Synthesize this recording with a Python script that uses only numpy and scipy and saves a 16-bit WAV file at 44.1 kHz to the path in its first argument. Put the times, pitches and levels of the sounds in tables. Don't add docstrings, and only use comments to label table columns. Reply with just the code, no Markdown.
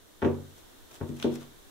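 import sys
import numpy as np
from scipy import signal
from scipy.fft import rfft, irfft
from scipy.io import wavfile

SR = 44100
rng = np.random.default_rng(int(sys.argv[2]) if len(sys.argv) > 2 else 0)


def store_pcm(level_fs):
    pcm = np.round(np.clip(level_fs, -1, 1) * 32767).astype(np.int16)
    wavfile.write(sys.argv[1], SR, np.atleast_2d(pcm).T)


N = 74970
TIME_S = np.arange(N) / SR
BINS_HZ = np.maximum(np.fft.rfftfreq(N, 1 / SR), 1)


def undb(db):
    return 10 ** (np.asarray(db) / 20)


def pan(left_minus_right_db):
    return undb(np.array([[left_minus_right_db], [-left_minus_right_db]]) / 2)


def fade(t60_s):
    return np.exp(-np.log(1000) * TIME_S / t60_s)


def rise(tau_s):
    return 1 - np.exp(-TIME_S / tau_s)


def sine(hz, phase_rad=0):
    return np.sin(2 * np.pi * hz * TIME_S + phase_rad)


def noise(spectrum, width):
    hz, db = np.array(spectrum).T
    shape = undb(np.interp(np.log(BINS_HZ), np.log(hz), db))
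    mid, side = irfft(rfft(rng.standard_normal((2, N))) * shape, N)
    stereo = np.array([mid + width * side, mid - width * side])
    return stereo / stereo.std()


def lowpass(x, hz, order):
    return signal.sosfilt(signal.butter(order, hz, fs=SR, output="sos"), x)


def delay(x, seconds):
    return np.pad(x, ((0, 0), (int(seconds * SR), 0)))[:, :N]


# f/Hz, relative density/dB
HISS_SPECTRUM = [(20, 3), (45, -7.5), (85, -3), (125, -12), (190, -11), (330, -4), (520, -11.5), (900, -15),
                 (1600, -15.5), (2500, -23), (3600, -15.5), (4800, -24), (5800, -21), (9000, -23.5),
                 (15500, -24.5)]
# t/s, relative level/dB
HISS_SWELL = [(0, -1), (.2, 0), (.55, 1.5), (1.7, 1.5)]
def room_hiss(level_db=-55):
    times_s, db = np.array(HISS_SWELL).T
    swell_db = np.interp(TIME_S, times_s, db)
    return noise(HISS_SPECTRUM, width=0.96) * pan(-0.25) * undb(level_db + swell_db)


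# f/Hz, relative density/dB
SLAP_SPECTRUM = [(500, -10), (1700, -6.5), (2500, -15), (3500, -8), (4700, -26), (6200, -21), (12000, -23)]
def pad_slap():
    return noise(SLAP_SPECTRUM, width=1.04) * undb(-28) * pan(-2.5) * fade(t60_s=0.063)


# f/Hz, level/dB, t60/s
KNOCK_MODES = [(255, -17.5, 0.039), (458, -20.5, 0.029), (583.6, -27.5, 0.071), (883, -24, 0.028),
               (1093, -54, 0.063), (1538, -34.5, 0.035)]
def ledge_knock():
    modes = sum((-1) ** k * undb(db) * fade(t60_s) * sine(hz)
                for k, (hz, db, t60_s) in enumerate(KNOCK_MODES))
    return modes * rise(tau_s=0.0026) * pan(8.5)


# f/Hz, level/dB
THUD_PARTIALS = [(88, -18), (132, -21)]
def weight_thud():
    partials = sum(undb(db) * sine(hz) for hz, db in THUD_PARTIALS)
    return partials * rise(tau_s=0.0046) * fade(t60_s=0.055) * pan(8.5)


# f/Hz, level/dB, t60/s, left minus right/dB, left phase lead/rad
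LEDGE_MODES = [(79, -36, 0.25, 18, 0.96), (92.6, -33.5, 0.87, 4.5, -0.57), (105.6, -43, 0.39, 1, 0.003),
               (143.1, -35, 1, 3.5, -1.03), (214.6, -36, 0.43, -11, 1.6), (239.9, -23.5, 0.53, -1.5, .9),
               (290.7, -43, 0.49, -12, -0.28), (326.4, -29.5, 0.46, 8, 0.14), (359.6, -24, 0.29, 7.5, 0.58),
               (381.8, -28.5, 0.43, -5.5, 0.93), (425.5, -39, 0.18, 20, -1.4), (484.2, -30, 0.3, 9.5, 1.1),
               (605, -38.5, 0.33, -7, 0.13), (721, -42.5, 0.21, 10, 0.59), (924, -35.5, 0.32, -5, -0.2)]
def ledge_modes(bloom_s=0.0083, die_away_s=0.25):
    envelope = rise(bloom_s) * np.exp(-(TIME_S / die_away_s) ** 2)
    modes = []
    for hz, db, t60_s, pan_db, lead_rad in LEDGE_MODES:
        phases_rad = np.array([[lead_rad], [-lead_rad]]) / 2
        modes.append(undb(db) * pan(pan_db) * fade(t60_s) * sine(hz, phases_rad) * envelope)
    boom, hollow = sum(modes[:3]), sum(modes[3:])
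    return boom, hollow


# f/Hz, relative density/dB
RING_SPECTRUM = [(40, -34), (90, -3.5), (170, -10), (280, 1), (420, 4), (650, -2), (1000, -4), (1600, -9),
                 (2200, -12), (3400, -17), (4700, -29), (6000, -13), (12000, -51)]
def dense_ring(ref_hz=500, ref_t60_s=0.41, damping_exponent=0.23):
    spectrum = rfft(noise(RING_SPECTRUM, width=0.55))
    bin_octaves = np.log2(BINS_HZ / ref_hz)
    ring = np.zeros((2, N))
    for octave in range(-4, 6):
        band = irfft(spectrum * np.maximum(1 - abs(bin_octaves - octave), 0), N)
        ring += band * fade(ref_t60_s * 2 ** (-damping_exponent * octave))
    return ring * undb(-28)


# t/s, level/dB, contact cut-off/Hz (softer is lower), boom gain/dB, thud gain/dB
PAW_BLOWS = [(0.2193, -11.5, 3500, -20, -30), (0.2249, -1.5, 1650, 6.5, -8.5), (0.2466, -6, 3200, 10, -9),
             (0.2534, 0.5, 630, -24.5, -26), (0.2637, -6, 617, -21, -22), (1.0040, -25.5, 1590, -7, -2),
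             (1.0113, -11.5, 1360, 7.5, 9), (1.0332, -26, 800, 7, 23), (1.0930, -4.5, 200, -18, 1.5),
             (1.1278, -21, 268, 8, -27), (1.2440, 2, 537, -8.5, -15)]
def paws(low_cut_hz=113):
    boom, hollow = ledge_modes()
    thud = weight_thud()
    ledge = pad_slap() + ledge_knock() + hollow + dense_ring()
    blows = np.zeros((2, N))
    for start_s, db, contact_hz, boom_db, thud_db in PAW_BLOWS:
        blow = ledge + undb(boom_db) * boom + undb(thud_db) * thud
        blows += undb(db) * delay(lowpass(blow, contact_hz, order=2), start_s)
    return signal.sosfilt(signal.butter(2, low_cut_hz, "high", fs=SR, output="sos"), blows)


# f/Hz, relative density/dB
FEATHER_SPECTRUM = [(400, -0.5), (1200, -3.5), (2300, -8), (3400, -6), (4700, -9.5), (6000, -5),
                    (9000, -7.5), (15000, -9)]
# centre t/s, Gaussian sigma/s, level/dB, left minus right/dB, cut-off/Hz
FEATHER_RUSTLES = [(0.586, 0.024, -58.5, 2, 11630), (.915, 0.0049, -44.5, 0, 3500),
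                   (0.953, 0.015, -49, -0.5, 11100), (1.09, 0.013, -55, -1, 7700),
                   (1.168, 0.0059, -49, 2, 10100), (1.194, .004, -47.5, 4, 12000),
                   (1.233, 0.024, -47.5, 13.5, 4500), (1.328, .015, -53, 7, 6000),
                   (1.3424, 0.0019, -48, 13, 14200), (1.356, 0.006, -46.5, 3, 13300),
                   (1.42, 0.014, -45.5, -1, 3420)]
def feather_rustles(grain_s=0.001, grain_spread_db=4.5):
    grain_gains = undb(grain_spread_db * rng.standard_normal(N))
    grains = grain_gains[(TIME_S / grain_s).astype(int)]
    grains /= np.sqrt(np.mean(grains ** 2))
    feathers = grains * noise(FEATHER_SPECTRUM, width=0.83)
    rustles = np.zeros((2, N))
    for centre_s, sigma_s, db, pan_db, cutoff_hz in FEATHER_RUSTLES:
        swell = np.exp(-0.5 * ((TIME_S - centre_s) / sigma_s) ** 2)
        rustles += undb(db) * pan(pan_db) * swell * lowpass(feathers, cutoff_hz, order=1)
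    return rustles


# f/Hz, relative density/dB
TICK_SPECTRUM = [(400, -5), (1400, -6), (2200, -5.5), (3400, 0.5), (4800, -11.5), (6200, -9), (8000, -19.5),
                 (15000, -25)]
# t/s, level/dB
WAND_TICKS = [(1.1985, -32), (1.2253, -23)]
def wand_ticks(rise_s=0.0013, fall_s=0.0016):
    snap = 2 * rise(rise_s) ** 2 * np.exp(-TIME_S / fall_s) * pan(-3.5)
    return sum(undb(db) * delay(snap * noise(TICK_SPECTRUM, width=0.83), start_s)
               for start_s, db in WAND_TICKS)


def with_room_echo(direct, echo_db=-4.5):
    response = lowpass(rng.standard_normal((2, N)), hz=5300, order=2) * fade(t60_s=0.38)
    response /= np.sqrt(np.sum(response ** 2))
    return direct + undb(echo_db) * signal.fftconvolve(direct, response, axes=1)[:, :N]


def scene():
    return paws() + with_room_echo(feather_rustles() + wand_ticks()) + room_hiss()


def record(dry):
    top_hz = 15650
    return signal.sosfilt(signal.ellip(10, 0.2, 80, top_hz, fs=SR, output="sos"), dry)


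dry = scene()
out = record(dry)
store_pcm(out)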